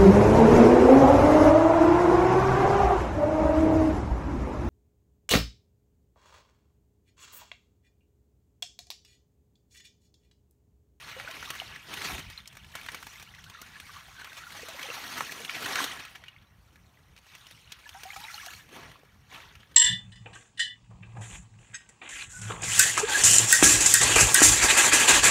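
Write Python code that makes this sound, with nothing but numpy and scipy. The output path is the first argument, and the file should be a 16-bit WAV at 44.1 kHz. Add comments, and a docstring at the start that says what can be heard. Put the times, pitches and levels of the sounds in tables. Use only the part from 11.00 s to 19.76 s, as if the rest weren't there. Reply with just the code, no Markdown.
"""Wet leaves rustle and water fizzes and drips off roots as hands drag floating plants out of a shallow pond.
Shaped noise and crowds of small ringing bubbles make the stirred water, swelling with each slosh.
Noise bursts rung through a resonance are drops splatting on leaves; gliding sines are trapped bubbles.
Behind them, low noise in gusts is a light breeze rumbling on the microphone, over a faint outdoor hush."""
import sys
import numpy as np
from scipy import signal
from scipy.fft import rfft, irfft
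from scipy.io import wavfile
from scipy.ndimage import uniform_filter1d

SR = 44100
rng = np.random.default_rng(int(sys.argv[2]) if len(sys.argv) > 2 else 0)


def store_wav(level_fs):
    """Save 16-bit WAV to argv[1]."""
    pcm = np.round(np.clip(np.atleast_2d(level_fs), -1, 1) * 32767)
    wavfile.write(sys.argv[1], SR, pcm.T.astype(np.int16))


def attenuation_scalar(level_db):
    """Turn a level in dB into a linear amplitude multiplier (20 dB per decade)."""
    decades = np.asarray(level_db, float) / 20
    return 10 ** decades


N = 386316


def evened(x):
    """Normalisation: scales x to rms 1."""
    return x / np.sqrt(np.mean(x ** 2) + 1e-20)


def read(points, hz):
    """Interpolation on a log-frequency axis: the value of a table at hz."""
    f, value = np.transpose(points)
    return np.interp(np.log(hz + 1), np.log(f + 1), value)


def add(mix, s, sound):
    """Superposition: adds sound to mix from s seconds on."""
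    part = mix[max(round(s * SR), 0):][:len(sound)]
    part += sound[:len(part)]


def smoothed(x, span):
    """Low-pass filtering by two running means of span samples."""
    return uniform_filter1d(uniform_filter1d(x, span), span)


def coloured(x, db_at, size):
    """Time-varying filtering: weights the short-time spectrum by a dB field over pitch and time."""
    overlap = size * 3 // 4
    hz, s, z = signal.stft(x, SR, nperseg=size, noverlap=overlap)
    z = z * attenuation_scalar(db_at(hz[:, None], s))
    return signal.istft(z, SR, nperseg=size, noverlap=overlap)[1][:N]


def scattered(per_s, spread_db):
    """Poisson process: clicks at random moments, most small and a few large."""
    size_db = spread_db * np.minimum(rng.exponential(1, N), 3.2)
    return attenuation_scalar(size_db) * (rng.random(N) < per_s / SR)


def ring(hz, later_hz, t60, rise):
    """Damped oscillation of an air bubble whose pitch glides as it nears the surface."""
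    t = np.arange(round((t60 + .004) * SR)) / SR
    # reaches later_hz at t60 / 6 and stops twice as far from hz, at t60 / 3
    pitch = hz + (later_hz - hz) * np.minimum(6 * t / t60, 2)
    swing = np.sin(2 * np.pi * np.cumsum(pitch) / SR)
    return (1 - np.exp(-t / rise)) * attenuation_scalar(-60 * t / t60) * swing


# Spectrum of the stirred water: f/Hz, level/dB per Hz (relative)
WATER_COLOUR = [(71, -29), (120, -4.5), (418, -5.5), (483, -9.5), (930, -4.5), (2340, -6), (5750, -6),
                (7660, -11.5), (14400, -17.5), (16000, -23)]
# Share of the treble level followed at each pitch: f/Hz, share (0-1)
TREBLE_SHARE = [(3000, 0.23), (7000, 1)]
# Share of the low-end level followed at each pitch: f/Hz, share (0-1)
LOW_SHARE = [(500, 1), (1300, 0.05)]
# Band favoured by bubbles and leaves of a like size: t/s, f/Hz
FAVOURED_BAND = [(0.0, 1670), (0.6, 2200), (1.2, 2080), (1.45, 2500), (2.0, 1660), (2.25, 2380),
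                 (2.5, 1560), (3.45, 1510), (3.85, 1860), (4.2, 1650), (4.45, 2200), (4.85, 1670),
                 (5.3, 2490), (5.7, 1490), (6.3, 2600), (6.75, 2900), (7.0, 2030), (7.5, 1920), (7.9, 1460),
                 (8.76, 1920)]


def stirring():
    """Spectral modulation: rustle, fizz and patter share one colour that varies with the hands' effort."""
    s = np.arange(N // 128 + 2) * 128 / SR
    now = np.arange(N) / SR
    level_db, treble_db, low_db, gurgle_db = effort(s)
    band_hz = np.interp(s, *np.transpose(FAVOURED_BAND))

    rustle = attenuation_scalar(-1.5) * rng.standard_normal(N)
    bubbling = fizz(per_s=1500, low_hz=147.7, top_hz=13800, cycles=32, spread_db=5.0)
    # harder stirring, more drops
    crowding = attenuation_scalar(.7 * (np.interp(now, s, level_db) - np.mean(level_db)))
    drops = patter(per_s=70 * crowding, spread_db=3.5, rise=0.0043, t60=0.042)
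    wet = rustle + attenuation_scalar(-7.0) * bubbling + attenuation_scalar(-4.5) * drops

    # random patches in pitch and time make the colour uneven
    patches = uniform_filter1d(rng.standard_normal((257, N // 128 + 9)), 9, 0)
    patches = evened(uniform_filter1d(patches, 14, 1))

    def uneven_colour(hz, t):
        """Source spectrum in dB, with patches of 2.25 dB rms."""
        return read(WATER_COLOUR, hz) + 2.25 * patches[:, :len(t)]

    def hump(hz, t):
        """Resonance of like-sized bodies: bubbles and leaves favour one moving band."""
        return np.exp(-(np.log((hz + 1) / np.interp(t, s, band_hz)) / 0.5) ** 2)

    def tilt(hz, t):
        """Spectral tilt in dB: the favoured band, the treble and the low end."""
        treble = read(TREBLE_SHARE, hz) * np.interp(t, s, treble_db)
        low = read(LOW_SHARE, hz) * np.interp(t, s, low_db)
        return 2.63 * hump(hz, t) + treble + low

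    plain = coloured(wet, uneven_colour, size=512)
    tilted = coloured(plain, tilt, size=512)
    # water trickling back traps middling bubbles that ring longer than the fizz
    gurgle = fizz(per_s=240, low_hz=679.5, top_hz=3954, cycles=48, spread_db=4)
    gurgle = evened(coloured(gurgle, lambda hz, t: 12 * hump(hz, t), size=512))
    stirred = tilted / np.std(plain) + attenuation_scalar(np.interp(now, s, gurgle_db)) * gurgle
    return stirred * attenuation_scalar(np.interp(now, s, level_db))


# Water running off roots and hands: t/s, level/dB, treble level/dB, low-end level/dB, share of gurgle/dB
TRICKLE_COURSE = [(0.0, -45.5, -4.5, -7, -13), (0.2, -44, -10, -6, -14), (0.55, -43.5, -2.5, -10.5, -17),
                  (0.85, -54.5, -18, -8, -15), (1.5, -55.5, -8, -7, -12), (1.72, -55.5, -3, -1, 0),
                  (2.1, -50, 1, -9, -6.5), (2.3, -53.5, -6, -8, -5.5), (2.73, -51, -5, -4.5, -6.5),
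                  (3.05, -53, -1.5, -8.5, -6), (3.42, -48, -3.5, -12, -7.5), (3.75, -44.5, -2.5, -6.5, -14),
                  (4.12, -37.5, -5.5, -5, -8.5), (4.39, -44.5, -1, 3, -5.5), (5.02, -44.5, -9, -13, -8),
                  (5.2, -57, -5.5, 2, -15), (5.5, -68.5, 0, 3.5, -11), (6.2, -66, -4, 7, -8),
                  (6.65, -63, 6, 10, -3), (6.9, -55.5, -1, -5, -2), (7.1, -49.5, 0.5, -11, -8),
                  (7.4, -46, 0.5, -13.5, -4.5), (7.56, -52, 4.5, -5.5, -5), (7.68, -59.5, -5, 2, -9),
                  (8.05, -64.5, -5, -3, -11), (8.76, -63.5, -4, 11, -4)]
# A clump lands or a hand sweeps through:
# t of the top/s, level/dB, swell of 20 dB/s, fade of 20 dB/s, treble level/dB, low-end level/dB
# (0 swell starts at once; two negative times trade places, a lone minus sign has no effect)
SLOSH_EVENTS = [(0.75, -45, -2, 0.2, -9.5, -2), (0.93, -41, .1, .2, -9, 6),
                (1.081, -34.5, 0.27, 0.2072, -4, 0), (1.39, -48.5, 0.37, 0.06, -6, -18),
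                (1.758, -45.5, 0.03, 0.33, -4, -7), (1.93, -45.5, 0, 0.2, -9, 2),
                (2.97, -45.5, -0.09, -0.23, -6, -11), (3.2, -45.5, -0.22, -0.05, -12.5, -1),
                (3.56, -43, 0.15, 0.2, -7.5, 0.5), (3.83, -42.5, 0.4, 0.58, -8, -4),
                (4.49, -37.5, 0, 0.2352, -9.5, -15), (4.63, -38, 0.31, -0.5, -7, 5),
                (4.788, -31, 0.27, 0.2334, -5.5, -1), (5.3, -54.5, -0.3, 0.26, -20, -10.5),
                (6.34, -51.5, 0.18, 0.37, -5, -11), (6.48, -58, 0.17, -0.3, -5, -18),
                (6.72, -48, 0.08, .17, -11.5, -16), (7.751, -42.5, .07, 0.29, -9.5, 5),
                (8.328, -43, 0.06, 0.33, -11, -3)]


def effort(t):
    """Addition of power: trickle and sloshes sum, the louder sets treble, low end and gurgle (all dB)."""
    slosh_gurgle_db, top_roundness = -11.5, 1.27  # roundness is a power of time
    s, level_db, *colour_db = np.transpose(TRICKLE_COURSE)
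    power = attenuation_scalar(2 * np.interp(t, s, level_db))
    colour = power * np.array([np.interp(t, s, db) for db in colour_db])
    for top_s, db, swell_s, fade_s, treble_db, low_db in SLOSH_EVENTS:
        away = np.maximum((top_s - t) / swell_s, (t - top_s) / fade_s)
        slosh = attenuation_scalar(2 * (db - 20 * abs(away) ** top_roundness))
        power = power + slosh
        colour = colour + slosh * np.array([[treble_db], [low_db], [slosh_gurgle_db]])
    return 10 * np.log10(power), *(colour / power)


def fizz(per_s, low_hz, top_hz, cycles, spread_db, count=30):
    """Superposed bubble resonances: a crowd of mixed sizes, equal in energy per Hz."""
    clicks = scattered(per_s, spread_db)
    size = rng.integers(0, count, N)
    out = np.zeros(N)
    for k, hz in enumerate(np.geomspace(low_hz, top_hz, count)):
        grain = ring(hz, hz * 1.06, cycles / hz, rise=1.8 / hz)
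        grain = grain * np.sqrt(hz) / np.linalg.norm(grain)
        out += signal.oaconvolve(clicks * (size == k), grain)[:N]
    return evened(out)


def patter(per_s, spread_db, rise, t60):
    """Shot noise: small drops burst as wide noise that swells fast and dies in tens of ms."""
    t = np.arange(3000) / SR
    fade = (1 - np.exp(-t / rise)) * attenuation_scalar(-60 * t / t60)
    envelope = signal.oaconvolve(scattered(per_s, spread_db), fade)[:N]
    drops = envelope * rng.standard_normal(N)
    return evened(drops / np.sqrt(per_s))  # the rate alone does not change the level


# Drops bursting on leaves: t/s, peak level/dB, leaf ring f/Hz, wide spray level/dB (re the leaf's noise)
LEAF_SPLATS = [(0.1982, -29, 1780, -20), (0.3107, -30.5, 2370, -1), (0.4264, -29.5, 1430, -16),
               (0.5025, -21, 1820, 8.5), (0.5506, -29, 1700, 4), (0.5993, -30, 2780, -15),
               (0.7607, -32, 1840, -6), (0.9378, -26, 2490, 1), (1.017, -27.5, 2130, -13),
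               (1.18, -28, 2410, -16), (1.2992, -33.5, 1810, 9), (1.457, -39.5, 2270, -14),
               (1.475, -30, 5330, -31), (1.527, -40, 2730, 4), (1.5516, -43, 1730, 9),
               (1.5686, -34.5, 1320, 2), (1.645, -40.5, 2200, -12), (1.7523, -25, 1420, 5.5),
               (1.8132, -33.5, 2430, -15), (1.862, -32, 1950, 1.5), (1.886, -24.5, 1870, -16),
               (1.9174, -33.5, 1980, 12), (1.9451, -24, 1260, 1), (2.0271, -31.5, 1410, -1),
               (2.067, -33, 1750, 6), (2.197, -37, 2230, 10), (2.225, -35.5, 1810, 13),
               (2.347, -38.5, 2400, -10), (2.44, -34, 2930, -3), (2.4975, -36, 1730, 16),
               (2.615, -33, 1430, 31), (2.7992, -32.5, 1700, 2), (3.244, -30, 1930, -2),
               (3.3295, -33.5, 2090, 3), (3.684, -30.5, 1610, 16), (3.793, -27, 2100, -12),
               (3.829, -25.5, 3120, -18), (3.9669, -29, 1220, -14), (4.0372, -37, 1880, -6),
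               (4.2062, -15, 1253, -7), (4.3203, -24.5, 2410, 10), (4.448, -24, 2820, -14),
               (4.495, -24.5, 2250, -24), (4.6584, -19.5, 1430, 1), (4.7554, -17, 2080, -7),
               (4.8406, -18.5, 3900, 8), (5.0023, -30.5, 2460, -22), (5.05, -31, 2560, -4),
               (5.155, -42, 2180, -3), (5.238, -36, 2040, -35), (5.2816, -38, 2480, -21),
               (5.757, -44.5, 1680, -8), (6.1635, -44.5, 2300, -8), (6.176, -42.5, 3040, -10),
               (6.186, -48, 2900, 8), (6.265, -47.5, 1500, 2), (6.35, -36.5, 2760, 11),
               (6.467, -38.5, 2960, -6), (6.5093, -38, 2190, 12), (6.72, -29, 3240, -4),
               (6.891, -28.5, 3180, -0.5), (7.033, -28, 2330, 19), (7.202, -33.5, 2600, 9),
               (7.4613, -29, 4130, -1), (7.535, -35.5, 2170, -3), (7.596, -42.5, 1780, -8),
               (7.915, -39, 2000, -4), (8.033, -45.5, 420, -8), (8.5526, -40, 2340, -5.5),
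               (8.6307, -44, 1810, -25), (8.744, -42.5, 3220, -15)]


def splats():
    """Impact excitation: each drop is a noise burst, part rung through the leaf, part wide spray."""
    t60_s = 0.028
    out, t = np.zeros(N), np.arange(2048) / SR
    hz_axis = np.fft.rfftfreq(2048, 1 / SR)
    noises = rng.standard_normal((len(LEAF_SPLATS), 2048))
    for (s, db, hz, spray_db), noise in zip(LEAF_SPLATS, noises):
        detuning = hz_axis / hz - hz / (hz_axis + 1)
        leaf = evened(irfft(rfft(noise) / (1 + (0.92 * detuning) ** 2)))
        leaf += 1.85 * np.sin(2 * np.pi * hz * t) * np.exp(-t / 0.0036)  # the first clean swing
        leaf *= 1 - np.exp(-t / 0.00075)
        # the spray has the water's colour, flattened
        spray = evened(irfft(rfft(noise) * attenuation_scalar(0.66 * read(WATER_COLOUR, hz_axis))))
        spray *= 1 - np.exp(-t / 0.0017)  # the droplets fly apart a moment after the blow
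        burst = (leaf + attenuation_scalar(spray_db) * spray) * attenuation_scalar(-60 * t / t60_s)
        add(out, s, attenuation_scalar(db) * burst / abs(burst).max())
    return out


# Trapped air ringing under the surface: t/s, level/dB (before fade-in and wobble), starting f/Hz, t60/s
TRAPPED_BUBBLES = [(0.164, -40.5, 510, 0.23), (0.248, -36.5, 2400, .031), (0.275, -29, 1460, 0.033),
                   (0.2, -35, 750, 0.035), (0.245, -43.5, 556, 0.054), (0.29, -37.5, 645, 0.036),
                   (0.475, -37, 1170, .04), (0.512, -43.5, 1093, 0.11), (0.6, -21.5, 2930, 0.011),
                   (0.618, -28.5, 735, 0.019), (1.377, -26.5, 4080, 0.018), (1.403, -36, 3520, .019),
                   (2.067, -34.5, 870, 0.025), (2.273, -45.5, 1340, 0.027), (2.52, -45, 1050, .03),
                   (2.549, -38, 1350, .029), (2.589, -41, 1217, .069), (2.628, -44, 1415, 0.072),
                   (2.757, -42, 1710, 0.074), (2.893, -34, 1160, .029), (2.902, -39, 1528, 0.028),
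                   (2.965, -33, 1140, 0.029), (3.083, -44, 760, .033), (3.15, -52, 1070, 0.085),
                   (3.164, -38, 1570, .027), (3.182, -45, 1503, .14), (3.217, -32, 1470, 0.03),
                   (3.319, -41, 1542, 0.047), (3.436, -34.5, 1440, 0.025), (3.467, -36, 1387, 0.064),
                   (3.55, -43, 810, 0.089), (3.59, -41, 623, 0.052), (3.631, -31.5, 460, 0.027),
                   (3.685, -37, 633, .082), (3.745, -42.5, 550, 0.1), (3.837, -38.5, 530, 0.12),
                   (3.855, -32, 815, .047), (3.886, -29, 450, .021), (3.899, -26.5, 493, 0.022),
                   (3.902, -26.5, 2700, 0.038), (3.913, -31, 1230, 0.033), (3.975, -31, 784, 0.042),
                   (4.04, -36, 1240, 0.036), (4.295, -33, 1690, 0.022), (4.495, -20, 2330, 0.016),
                   (4.566, -26, 724, 0.027), (4.789, -16, 1580, 0.017), (4.804, -16, 1060, 0.016),
                   (4.84, -32, 3660, .022), (5.282, -34, 2820, .032), (5.363, -42, 2140, .02),
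                   (5.47, -58, 3900, 0.054), (5.973, -46, 1980, .024), (6.857, -42.5, 1696, 0.071),
                   (6.865, -48, 950, 0.054), (6.946, -40, 745, 0.18), (6.949, -42, 923, 0.094),
                   (6.952, -38.5, 1510, .031), (7.053, -39.5, 735, 0.18), (7.104, -29, 2130, .02),
                   (7.12, -35, 2360, 0.031), (7.092, -43, 1194, .043), (7.132, -43, 786, .05),
                   (7.133, -36.5, 3100, .02), (7.161, -37.5, 1255, 0.065), (7.163, -35, 766, 0.15),
                   (7.164, -34, 2310, 0.027), (7.209, -47, 930, 0.14), (7.236, -37.5, 857, 0.116),
                   (7.24, -29, 3840, 0.024), (7.25, -32, 2360, 0.019), (7.283, -33, 2040, .028),
                   (7.3, -35.5, 1354, 0.042), (7.29, -51, 780, 0.05), (7.34, -43.5, 813, 0.11),
                   (7.343, -29, 4270, 0.019), (7.378, -34, 2850, .03), (7.381, -37, 1330, 0.027),
                   (7.431, -42, 1094, .048), (7.445, -44, 760, 0.046), (7.469, -38, 710, 0.052),
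                   (7.485, -38, 1470, 0.023), (7.727, -30, 420, .023), (7.957, -36, 1160, 0.015),
                   (8.316, -40.5, 2280, 0.026)]


def bubbles():
    """Volume resonance of trapped air: the bubbles large enough to be heard one by one."""
    glide_per_s = 0.374  # share of pitch per s of t60, gained by t60 / 6 and doubled by t60 / 3
    wobble_db, wobble_s = 2.5, 0.0069
    out = np.zeros(N)
    for s, db, hz, t60 in TRAPPED_BUBBLES:
        tone = ring(hz, hz * (1 + glide_per_s * t60), t60, rise=1.03 / hz)
        add(out, s, attenuation_scalar(db) * tone)
    # the churned surface shakes the level
    wobble = evened(smoothed(rng.standard_normal(N), round(wobble_s * SR)))
    return out * attenuation_scalar(wobble_db * np.clip(wobble, -2, 1))


# Course of the breeze, before its eddies: t/s, level/dB
BREEZE_COURSE = [(0.0, -57.5), (0.5, -62.5), (1.1, -54.5), (1.27, -51), (1.38, -61.5), (1.9, -59.5),
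                 (3.0, -60), (3.37, -63), (3.55, -62), (4.2, -59), (4.5, -70), (4.7, -62), (5.9, -61.5),
                 (6.8, -63.5), (8.25, -59), (8.76, -60.5)]
# Spectrum of the wind rumble: f/Hz, level/dB per Hz (relative)
RUMBLE_COLOUR = [(20, -65), (40, -2), (75, 2.5), (130, -1.5), (200, -7), (400, -37.5)]
# Spectrum of the outdoor hush: f/Hz, level/dB per Hz (relative)
HUSH_COLOUR = [(150, -49), (250, 17), (414, 14.5), (1350, 15.5), (2280, 6), (5070, -7), (13900, 0.5),
               (16000, -2)]


def air():
    """Turbulence noise: lumpy wind rumble, and the steady hush of the open field."""
    hush_db = -70.5

    def rumble_colour(hz, t):
        """Low-frequency spectrum in dB, cut off above 500 Hz."""
        return read(RUMBLE_COLOUR, hz) - 80 * (hz > 500)

    rumble = evened(coloured(rng.standard_normal(N), rumble_colour, size=4096))
    gusts_db = np.interp(np.arange(N) / SR, *np.transpose(BREEZE_COURSE))
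    gusts_db += 3.1 * evened(smoothed(rng.standard_normal(N), 2000))  # eddies
    hush = evened(coloured(rng.standard_normal(N), lambda hz, t: read(HUSH_COLOUR, hz), size=1024))
    return attenuation_scalar(gusts_db) * rumble + attenuation_scalar(hush_db) * hush


# Reflections off water, leaves and body: delay t/s, level/dB
REFLECTIONS = [(.0033, -19.5), (.0049, -13.5), (.0075, -19), (.011, -20.5)]


def scene():
    """Early reflection: near sounds return within about ten ms, smeared by the ragged leaves."""
    near = stirring() + splats() + bubbles()
    taps, t = np.zeros(1024), np.arange(128) / SR
    taps[0] = 1  # the direct sound
    raggedness = rng.standard_normal((len(REFLECTIONS), 128))
    for (delay_s, db), ragged in zip(REFLECTIONS, raggedness):
        smear = ragged * np.exp(-t / 0.00037)
        add(taps, delay_s, attenuation_scalar(db) * smear / np.linalg.norm(smear))
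    return (signal.oaconvolve(near, taps)[:N] + air())[None]


def roll_off(x):
    """The treble ends steeply here."""
    return signal.sosfilt(signal.butter(12, 16470, fs=SR, output="sos"), x)


# Dips of the microphone housing: centre f/Hz, width/Hz, level/dB
HOUSING_DIPS = [(4920, 500, -5.5), (7570, 810, -4), (10570, 230, -14)]


def record(dry):
    """Linear filtering: the housing cuts three narrow dips into the treble, which ends at a steep edge."""
    edge_hz = 15900
    hz = np.fft.rfftfreq(1024, 1 / SR)
    dips_db = sum(db / (1 + (2 * (hz - f) / width) ** 2) for f, width, db in HOUSING_DIPS)
    edge_db = -60 / (1 + np.exp(np.clip((edge_hz - hz) / 60, -50, 50)))
    mic = np.roll(irfft(attenuation_scalar(dips_db + edge_db)), 512)
    mix = signal.oaconvolve(dry, mic[None], axes=1)[:, 512:N + 512]  # takes the filter's delay back out
    return roll_off(mix)


dry = scene()
out = record(dry)
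store_wav(out)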